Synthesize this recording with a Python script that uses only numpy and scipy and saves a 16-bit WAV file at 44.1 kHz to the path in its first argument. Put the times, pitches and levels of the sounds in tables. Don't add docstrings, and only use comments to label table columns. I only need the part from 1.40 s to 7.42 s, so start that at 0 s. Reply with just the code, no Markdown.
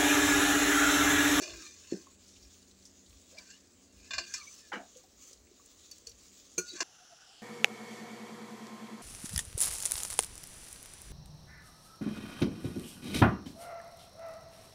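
import sys
import numpy as np
from scipy import signal
from scipy.fft import rfft, irfft, next_fast_len
from scipy.io import wavfile

SR = 44100
rng = np.random.default_rng(int(sys.argv[2]) if len(sys.argv) > 2 else 0)


def wav_out(sig):
    wavfile.write(sys.argv[1], SR, np.round(np.clip(np.atleast_2d(sig).T, -1, 1) * 32767).astype(np.int16))


N = 265482
T = np.arange(N) / SR
RING = T[:SR // 2]
GARDEN_START_S, TOP_HZ = 5.4312, 15750


def undb(db):
    return np.exp(np.asarray(db) * (np.log(10) / 20))


def unit(x):
    return x / np.sqrt(np.mean(x ** 2))


def curve(rows):
    return np.interp(T, *np.transpose(rows))


def add(out, start_s, x):
    i = int(start_s * SR)
    out[i:i + len(x)] += x[:N - i]


def noise(gain, size=N):
    n = next_fast_len(size)
    hz = np.maximum(np.arange(n // 2 + 1) * SR / n, 1)
    spectrum = rfft(rng.standard_normal(n)) * gain(hz)
    return unit(irfft(spectrum, n)[:size])


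def colour(points):
    hz, db = np.transpose(points)
    return lambda f: undb(np.interp(np.log(f), np.log(hz), db))


def peak(f, hz, width_hz):
    return 1 / (1 + ((f * f - hz * hz) / (2 * f * width_hz) * np.sqrt(2)) ** 2)


def bass_cut(f, hz):
    return 1 / np.sqrt(1 + np.square(hz / f) ** 2)


def walk(rate_hz, size=N):
    steps = rng.standard_normal(int(size / SR * rate_hz) + 2)
    return np.sqrt(3 / 2) * np.interp(T[:size] * rate_hz, np.arange(len(steps)), steps)


def decay(t60_s, rise_s):
    build_up = 1 - np.exp(-(RING / rise_s) ** 2)
    return build_up * np.exp(-np.log(1000) * np.maximum(RING - rise_s, 0) / t60_s)


def swelling(steady_db, swells):
    power = undb(steady_db) ** 2
    for s, db, half_s in swells:
        power = power + (undb(db) * np.exp(-((T - s) / half_s) ** 2)) ** 2
    return np.sqrt(power)


# (frequency [Hz], level [dB])
GARDEN_COLOUR = [(30, -2), (120, -0.5), (330, -4.5), (500, -3.5), (1000, -9), (1800, -5), (2300, -12.5),
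                 (2750, 0), (4000, -5), (5650, -4), (7400, -2), (7900, -16), (8700, -13), (10000, -11.5),
                 (12500, -27), (15500, -19)]
# (time [s], frequency [Hz])
HISS_SWEEP = [(5.43, 5900), (5.65, 5850), (5.85, 5440), (6.02, 4530)]
# (frequency [Hz], width [Hz], level [dB])
FAR_TONES = [(760, 130, -72), (1400, 280, -69.5)]
# (time of height [s], level [dB], half-length [s], frequency [Hz], width [Hz])
BAND_SWELLS = [(5.62, -63, 0.02, 732, 25), (5.728, -60.5, 0.021, 691, 30), (5.83, -63, 0.031, 1476, 86),
               (6.0, -63, 0.18, 3030, 560), (5.95, -71, 0.14, 7860, 650)]


def garden(hiss_db=-63, sweep_db=-64, sweep_width_hz=650):
    hiss = noise(colour(GARDEN_COLOUR)) * undb(hiss_db + walk(97))
    carrier = np.sqrt(2) * np.sin(2 * np.pi * np.cumsum(curve(HISS_SWEEP)) / SR)
    sweep = undb(sweep_db) * carrier * noise(lambda f: 1 / (1 + (f / sweep_width_hz) ** 4))
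    out = hiss + sweep
    for hz, width_hz, db in FAR_TONES:
        out += noise(lambda f: peak(f, hz, width_hz)) * undb(db + 2 * walk(30))
    for s, db, half_s, hz, width_hz in BAND_SWELLS:
        swell = np.exp(-((T - s) / half_s) ** 2)
        out += noise(lambda f: peak(f, hz, width_hz)) * undb(db) * swell
    return out


# (frequency [Hz], level [dB])
YARD_COLOUR = [(30, 3.5), (80, 7), (140, -4), (200, 3), (340, 5.5), (450, 1.5), (600, -1), (740, -7),
               (1100, -11.5), (2000, -11), (6000, -31)]


def yard_air(level_db=-67.5):
    return noise(colour(YARD_COLOUR)) * undb(level_db)


# (multiple of speed, level before carry [dB])
MOTOR_LINES = [(3, -75.5), (7, -75), (9, -78), (10, -76), (13, -84.5)]
# (time [s], gain [dB])
MOTOR_CARRY = [(0, -2.5), (1.2, 3.5), (2.2, -1), (2.65, 3.5), (3.3, -7), (5.43, -7)]


def far_motor(turns_per_s=27.65, unevenness=0.008, waver_db=2.5):
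    speed = turns_per_s * (1 + unevenness * walk(3) + unevenness * walk(30))
    turns = np.cumsum(speed) / SR
    hum = np.zeros(N)
    for order, db in MOTOR_LINES:
        line = np.sqrt(2) * np.sin(2 * np.pi * (round(order) * turns + rng.random()))
        hum += undb(db + waver_db * walk(14)) * line
    return hum * undb(curve(MOTOR_CARRY))


# (frequency [Hz], level [dB])
FLAME_COLOUR = [(20, -56), (38, -24), (56, 5.5), (80, -1.5), (110, -7), (150, -54), (400, -44)]
# (time of height [s], level [dB])
GUSTS = [(.15, -60), (1.03, -59), (1.4, -67), (1.729, -61), (2.58, -60), (2.78, -61), (4.02, -63.5),
         (4.72, -61)]


def flames(steady_db=-83, gust_half_s=0.054):
    gusts = [(s, db, gust_half_s) for s, db in GUSTS]
    return noise(colour(FLAME_COLOUR)) * swelling(steady_db, gusts)


# (frequency [Hz], level [dB])
SIZZLE_COLOUR = [(400, -107), (1100, -3), (1600, -14), (2300, -6.5), (3000, -3.5), (3700, -0.5),
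                 (5500, -0.5), (7100, 7), (8200, -5.5), (9600, -9.5), (11500, -22.5), (13300, -23),
                 (15300, -10), (16000, -1.5)]
# (time of height [s], level [dB], half-length [s])
FLARES = [(0, -57.5, 0.66), (1.05, -65.5, 0.33), (1.9, -65.5, 0.35), (3.05, -57, 0.28), (3.55, -62, 0.1),
          (3.873, -57.5, 0.1), (4.43, -60.5, 0.2), (4.95, -61, 0.36)]


def sizzle(steady_db=-64.5, grain_db=1.3, flicker_db=1.55, mottle_db=2.2,
           spits_per_s=25, spit_db=-15, spit_t60_s=0.046):
    step = np.log(2) / 7
    centres_hz = np.exp(np.arange(np.log(700), np.log(TOP_HZ) + step, step))
    fizz = np.zeros(N)
    for hz in centres_hz:
        band = noise(lambda f: np.sqrt(np.maximum(1 - np.abs(np.log(f / hz)) / step, 0)))
        fizz += band * np.sqrt(hz) * colour(SIZZLE_COLOUR)(hz) * undb(mottle_db * walk(18))
    fizz = fizz * undb(grain_db * walk(1500) + flicker_db * walk(35))
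    sizes = undb(4.0 * np.minimum(rng.exponential(size=N), 2))
    bursts = (rng.random(N) < spits_per_s / SR) * sizes
    envelope = signal.fftconvolve(bursts, decay(spit_t60_s, 0.0003))[:N]
    spit = envelope * noise(lambda f: peak(f, 6600, 2400))
    return (unit(fizz) + undb(spit_db) * unit(spit)) * swelling(steady_db, FLARES)


# (time [s], level [dB])
SLAPS = [(3.3174, -39), (3.3335, -42)]
# (frequency [Hz], width [Hz], level [dB], t60 [s], rise [s])
SLAP_MODES = [(204, 21, -12.5, 0.32, 0.017), (300, 160, -9.5, 0.23, 0.028), (520, 97, -6.5, 0.15, 0.014),
              (702, 125, -8.5, 0.15, 0.085), (847, 83, -5.5, 0.24, 0.0025), (1070, 76, -11, 0.13, 0.0096),
              (1570, 320, 0.5, 0.16, 0.0026), (1450, 540, -2, 0.25, 0.0033),
              (1900, 110, -5.5, 0.15, 0.0058), (2290, 150, -9.5, 0.21, 0.013),
              (2910, 370, -6.5, 0.15, 0.012), (4000, 270, -18.5, 0.13, 0.025)]


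def slap(grain_db=0.7):
    out = np.zeros(N)
    for s, db in SLAPS:
        grain = unit(undb(grain_db * walk(387, size=len(RING))))
        for hz, width_hz, mode_db, t60_s, rise_s in SLAP_MODES:
            body = noise(lambda f: peak(f, hz, width_hz) * bass_cut(2 * hz, f), size=len(RING))
            add(out, s, undb(db + mode_db) * body * grain * decay(t60_s, rise_s))
    return out


# (start [s], end [s], mean level of smacks [dB])
POURS = [(0.88, 1.8, -62), (3.6, 5.0, -65)]


def dribble(drops_per_s=16, smack_hz=4400, smack_t60_s=0.04, scatter_db=1.8, scatter_octaves=0.4):
    smacks = []
    for start_s, end_s, db in POURS:
        times = np.arange(start_s, end_s, 1 / drops_per_s)
        for s, (late, size, pitch) in zip(times, rng.standard_normal((len(times), 3))):
            drop_s = s + late / drops_per_s / 2
            drop_hz = smack_hz * 2 ** (scatter_octaves * pitch)
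            smacks.append((drop_s, db + scatter_db * size, drop_hz, smack_t60_s))
    return smacks


# (time [s], level [dB], centre [Hz], t60 [s])
CRACKLES = [(.88, -58, 6160, 0.3), (.96, -61, 3200, 0.099), (1.026, -56, 5300, 0.11),
            (1.4526, -52, 5800, 0.16), (1.66, -58.5, 4030, 0.09), (1.9845, -43.5, 4740, 0.053),
            (2.9389, -36, 6010, 0.015), (3.332, -54.5, 5500, 0.25), (3.569, -53, 6600, 0.073),
            (3.9306, -45.5, 5700, 0.035), (4.2598, -49.5, 8000, 0.015), (4.5138, -49.5, 11600, 0.018),
            (4.5819, -48, 7000, 0.018), (4.671, -41, 5740, 0.03), (4.692, -55, 9500, 0.03),
            (4.716, -51.5, 4400, .04)]


def crackles(relative_width=0.3, grain_db=0.5, rise_s=0.00029):
    out = np.zeros(N)
    for s, db, hz, t60_s in list(CRACKLES) + dribble():
        band = noise(lambda f: peak(f, hz, relative_width * hz), size=len(RING))
        crackle = band * undb(grain_db * walk(980, size=len(RING)))
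        add(out, s, undb(db) * unit(crackle) * decay(t60_s, rise_s))
    return out


# (time [s], level [dB], starting pitch [Hz], t60 [s])
THUMPS = [(.016, -39, 371, 0.074), (0.5217, -19.5, 351, 0.02), (.535, -37.5, 192, 0.11),
          (.669, -53, 1087, 0.072), (1.926, -53.5, 523, 0.065), (2.8, -54.5, 353, 0.23),
          (3.404, -50, 273, 0.086), (3.558, -53, 508, 0.15), (3.638, -60, 756, 0.094),
          (3.9105, -49, 440, 0.015), (4.1119, -52.5, 382, 0.045), (4.197, -59, 1134, 0.057),
          (4.6684, -56.5, 463, 0.15), (5.182, -50.5, 183, 0.15), (5.417, -38, 335, 0.09)]


def thumps(rise_cycles=0.98, hollow_db=-15, hollow_t60_s=0.18, hollow_width=0.27, sag=0.033):
    out = np.zeros(N)
    for s, db, hz, t60_s in THUMPS:
        rise_s = rise_cycles / hz
        pitch_hz = hz * (1 - sag * (1 - np.exp(-RING / t60_s)))
        thump = np.sqrt(2) * np.sin(2 * np.pi * np.cumsum(pitch_hz) / SR) * decay(t60_s, rise_s)
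        hollow = noise(lambda f: peak(f, hz, hollow_width * hz) * bass_cut(2 * hz, f), size=len(RING))
        hollow = hollow * decay(hollow_t60_s, rise_s)
        add(out, s, undb(db) * (thump + undb(hollow_db) * hollow))
    return out


# (time at loudest [s], level [dB], pitch [Hz], length [s], glide [octaves/s])
GLIDING_TONES = [(.13, -55.5, 338.5, 0.17, -0.3), (.05, -55, 612, 0.12, -0.1), (.25, -63, 3700, 0.13, -0.5),
                 (.24, -62, 1238, 0.063, -1.5), (.265, -60, 2365, 0.07, 1), (1.97, -61.5, 615, 0.066, 1.1),
                 (1.989, -51, 2310, 0.016, -1), (2.12, -65.5, 1630, 0.065, 1.5),
                 (2.135, -60, 2790, 0.041, 2), (2, -61, 4690, 0.042, -0.5), (2.792, -45.5, 665, 0.022, 0.5),
                 (2.92, -60, 1616, 0.11, 0.1), (2.89, -62, 4300, 0.051, 0.5),
                 (3.012, -57.5, 1195, 0.057, -2.3), (3.015, -56, 2340, 0.025, -2),
                 (3.082, -55.5, 2305, 0.018, 1), (2.8, -60, 4070, 0.038, -0.5),
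                 (3.08, -55.5, 6080, 0.12, 0), (3.26, -67, 1720, 0.06, -1.3),
                 (5.32, -54.5, 3900, 0.061, 0.5), (5.346, -50, 349, 0.027, 0.5)]


def gliding_tones(rough_hz=48, rough_share=0.007, throb_db=3.0):
    out, t = np.zeros(N), RING - RING.mean()
    for s, db, hz, length_s, glide in GLIDING_TONES:
        roughness_hz = (rough_hz + rough_share * hz) * walk(600, size=len(t))
        pitch_hz = hz * 2 ** (glide * t) + roughness_hz
        swell = np.exp(-2 * (t / length_s) ** 2) * undb(db + throb_db * walk(147.5, size=len(t)))
        tone = np.sqrt(2) * swell * np.sin(2 * np.pi * np.cumsum(pitch_hz) / SR)
        add(out, max(s + t[0], 0), tone[s + t >= 0])
    return out


def press(t, rise_s, fall_s):
    return undb(-20 * np.minimum(np.maximum(-t / rise_s, t / fall_s), 10))


# (time of hardest press [s], level [dB],
# rise [s per 20 dB], fall [s per 20 dB], bass cut [Hz], place [0 base - 1 wall])
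STROKES = [(0.034, -46, 0.14, 0.32, 1710, 1), (.25, -50, 0.56, 0.16, 2920, .3),
           (0.525, -51.5, 0.19, 0.19, 1940, 0.2), (1.05, -66.5, 0.39, 0.42, 3250, 0.56),
           (1.971, -58.5, 0.08, 0.29, 500, 0.36), (2.11, -53, 0.092, 0.11, 3230, 0.58),
           (2.65, -58, 0.18, .2, 2570, 0.55), (2.85, -53.5, 0.18, 0.18, 1400, 0.86),
           (2.97, -46, 0.18, 0.094, 3400, 0.49), (3.091, -57.5, 0.059, 0.2, 4560, 0.052),
           (3.18, -56.5, 0.077, 0.16, 3030, .5), (5.289, -46, 0.065, 0.16, 4140, 0.12),
           (5.369, -47.5, 0.12, 0.11, 1890, 0.43), (5.431, -37, 0.071, .1, 600, 0.58)]


def stroking():
    power = np.array([(undb(db) * press(T - s, rise_s, fall_s)) ** 2
                      for s, db, rise_s, fall_s, _, _ in STROKES])
    total = power.sum(axis=0)
    cut_hz, place = np.transpose(STROKES)[-2:] @ power / total
    return np.sqrt(total), cut_hz, np.clip(place, 0, 1)


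# (frequency [Hz], level [dB], t60 when struck [s])
LADLE_MODES = [(180, -13, .1), (358, -0.5, .13), (452, -3, .08), (1135, -16, .09), (1439, -11, .34),
               (1475, -16, .18), (2380, -14, .07), (2650, -13, .06), (4264, -9, .1), (4500, -12, .1),
               (4647, -15, .15), (5535, -14, .1), (5812, -9, .11), (6105, 0, .1), (6391, -2, .09),
               (6525, -3, .08), (6793, -4, .1), (6914, -9, .08), (7810, -12, .06), (8135, -8, .06),
               (8580, -16, .05), (10100, -21, .05), (11250, -23, .05), (15300, -24, .05)]


def rasp(cut_hz=4200, width_hz=50, grit_db=2):
    def spectrum(f):
        power = sum((undb(db) * peak(f, hz, width_hz)) ** 2 for hz, db, _ in LADLE_MODES)
        return np.sqrt(power) * bass_cut(f, cut_hz)
    return unit(noise(spectrum) * undb(grit_db * walk(500)))


# (frequency [Hz], level struck on base [dB], level struck on wall [dB], t60 when struck [s])
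POT_MODES = [(335, -3, -18, .09), (490, -11, -19, .09), (660, -14, -5.5, .14), (1040, 2.5, -10, .09),
             (1112, -8, -4, .12), (1568, -9, -4, .27), (1640, 0, -7, .1), (1755, -4, -7, .16),
             (2058, -6, -13, .16), (2436, -7, 0, .16), (2608, -4, -11, .12), (2780, -7, -9, .25),
             (2930, -16, -12, .2), (3400, -12, -20, .1), (3560, -13, -6, .11), (3895, -9, -13, .14),
             (4266, -8, -3, .15), (4502, -1, -13, .1), (4649, -6, -4, .27), (5070, -7, -8, .11),
             (5267, -5, -5, .17), (5560, 0, -16, .09), (5810, -5, -12, .12), (6070, 1, -17, .11),
             (6310, -12, -8, .14), (6835, -4, -11, .11), (7060, -7, -11, .12), (7360, -7, -7, .13),
             (7720, -12, -25, .08), (7950, -10, -21, .1), (11250, -31, -38, .08), (15100, -29, -33, .08)]


def scrape(slips_per_s=2500, size_db=2.5, wander_db=4, damping=2.8, lowest_hz=230, catch_db=1.2, rasp_db=-7):
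    slips = (rng.random(N) < slips_per_s / SR) * rng.standard_normal(N)
    pulses = slips * undb(size_db * np.minimum(rng.exponential(size=N), 3))
    pulses = signal.sosfilt(signal.butter(2, lowest_hz, "high", fs=SR, output="sos"), pulses)
    gain, cut_hz, place = stroking()
    out, power = 0, 0
    for hz, base_db, wall_db, t60_s in POT_MODES:
        pole = np.exp((2j * np.pi * hz - damping * np.log(1000) / t60_s) / SR)
        ring = signal.lfilter([1], [1, -pole], pulses)
        bend = 2 * np.pi * np.cumsum((20 + .005 * hz) * walk(16)) / SR
        bent = unit(ring.imag * np.cos(bend) + ring.real * np.sin(bend))
        mode_db = base_db + place * (wall_db - base_db) + wander_db * walk(20)
        share = undb(mode_db) * bass_cut(hz, cut_hz)
        out = out + bent * share
        power = power + share ** 2
    slide = out / np.sqrt(power) + undb(rasp_db) * rasp()
    return unit(slide * undb(catch_db * walk(300))) * gain


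def pot_modes(place):
    hz, base_db, wall_db, t60_s = np.transpose(POT_MODES)
    return np.transpose([hz, base_db + np.clip(place, 0, 1) * (wall_db - base_db), t60_s])


def favour(modes, favoured_hz, boost_db, width_hz=160):
    hz, db, t60_s = np.transpose(modes)
    return np.transpose([hz, db + boost_db * peak(hz, favoured_hz, width_hz), t60_s])


def strike(modes, cut_hz, hardness_db, contact_s, clash_db, scatter_db=1,
           clash_width_hz=90, clash_t60_s=0.084, tail_db=-15, tail_t60_s=0.21):
    hz, db, t60_s = np.transpose(modes)
    mode_db = db + hardness_db * np.log2(hz) + scatter_db * rng.standard_normal(len(hz))
    gain = undb(mode_db) * bass_cut(hz, cut_hz)
    gain = gain / np.sqrt(np.sum(gain ** 2) / 2)
    phase = rng.uniform(0, 2 * np.pi, len(hz))
    ring = sum(g * decay(d, contact_s) * np.sin(2 * np.pi * f * RING + p)
               for f, g, d, p in zip(hz, gain, t60_s, phase))

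    def smeared(f):
        return np.sqrt(sum((g * peak(f, h, clash_width_hz)) ** 2 for h, g in zip(hz, gain)))
    chatter = undb(clash_db) * decay(clash_t60_s, contact_s)
    tail = undb(tail_db) * decay(tail_t60_s, contact_s)
    return ring + noise(smeared, size=len(RING)) * (chatter + tail)


# (time [s], pot level [dB], ladle level [dB], place [0 base - 1 wall], bass cut [Hz],
# hardness [dB/octave], contact [s], clash level [dB], favoured resonance [Hz], its boost [dB])
CLANKS = [(0.015, -41.5, -42.5, 0.15, 1400, 3.5, 0.0061, 0, 5560, 7),
          (0.034, -45, -55, 0.23, 1400, 1.5, 0.0022, -2, 2780, 8),
          (0.093, -45.5, -62, 0.71, 1200, -0.5, 0.0027, -8, 3480, 19),
          (0.1338, -51, -60, .2, 1400, -5, 0.0018, -2, 5560, 12),
          (2.7064, -37, -55, 1, 1000, -1, 0.0015, -5.5, 3540, 11),
          (2.733, -34, -63, 0.85, 920, 1, 0.0021, -0.5, 1570, 5.5),
          (2.780, -34, -48.5, 1, 450, 1, 0.0028, 3, 4400, 5),
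          (2.9388, -39, -46, 0.59, 1300, 4.5, 0.00049, 7.5, 5540, 9),
          (4.5117, -53.5, -58.5, 0.12, 3060, 3, 0.001, 7.5, 4500, 13),
          (4.6674, -48.5, -60, 0.2, 3200, 3.5, 0.0021, 1, 4500, 12.5),
          (4.691, -53, -60, .2, 3000, 10, 0.0018, -1, 5850, 17),
          (5.178, -48, -25.5, 0.73, 120, 0.5, 0.0032, -9.5, 2450, 6),
          (5.4033, -30.5, -43.5, 0.12, 523, -0.4, 0.0018, 1, 1760, 2)]


def clanks(tick_db=-14, tick_t60_s=0.097):
    out = np.zeros(N)
    for s, pot_db, ladle_db, place, cut_hz, hardness_db, contact_s, clash_db, favoured_hz, boost_db in CLANKS:
        contact = cut_hz, hardness_db, contact_s, clash_db
        tick = undb(tick_db) * rng.standard_normal(len(RING)) * decay(tick_t60_s, contact_s)
        pot = strike(favour(pot_modes(place), favoured_hz, boost_db), *contact)
        ladle = strike(favour(LADLE_MODES, favoured_hz, boost_db), *contact)
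        add(out, s, undb(pot_db) * pot + undb(ladle_db) * (ladle + tick))
    return out


def scene():
    yard = yard_air() + far_motor() + flames()
    wet_and_low = sizzle() + slap() + crackles() + thumps()
    metal = gliding_tones() + scrape() + clanks()
    hearth = yard + wet_and_low + metal
    return np.where(T < GARDEN_START_S, hearth, garden())[None]


def record(dry):
    thin = signal.sosfilt(signal.butter(3, 36, "high", fs=SR, output="sos"), dry)
    return signal.sosfilt(signal.ellip(10, .2, 70, TOP_HZ, fs=SR, output="sos"), thin)


dry = scene()
out = record(dry)
wav_out(out)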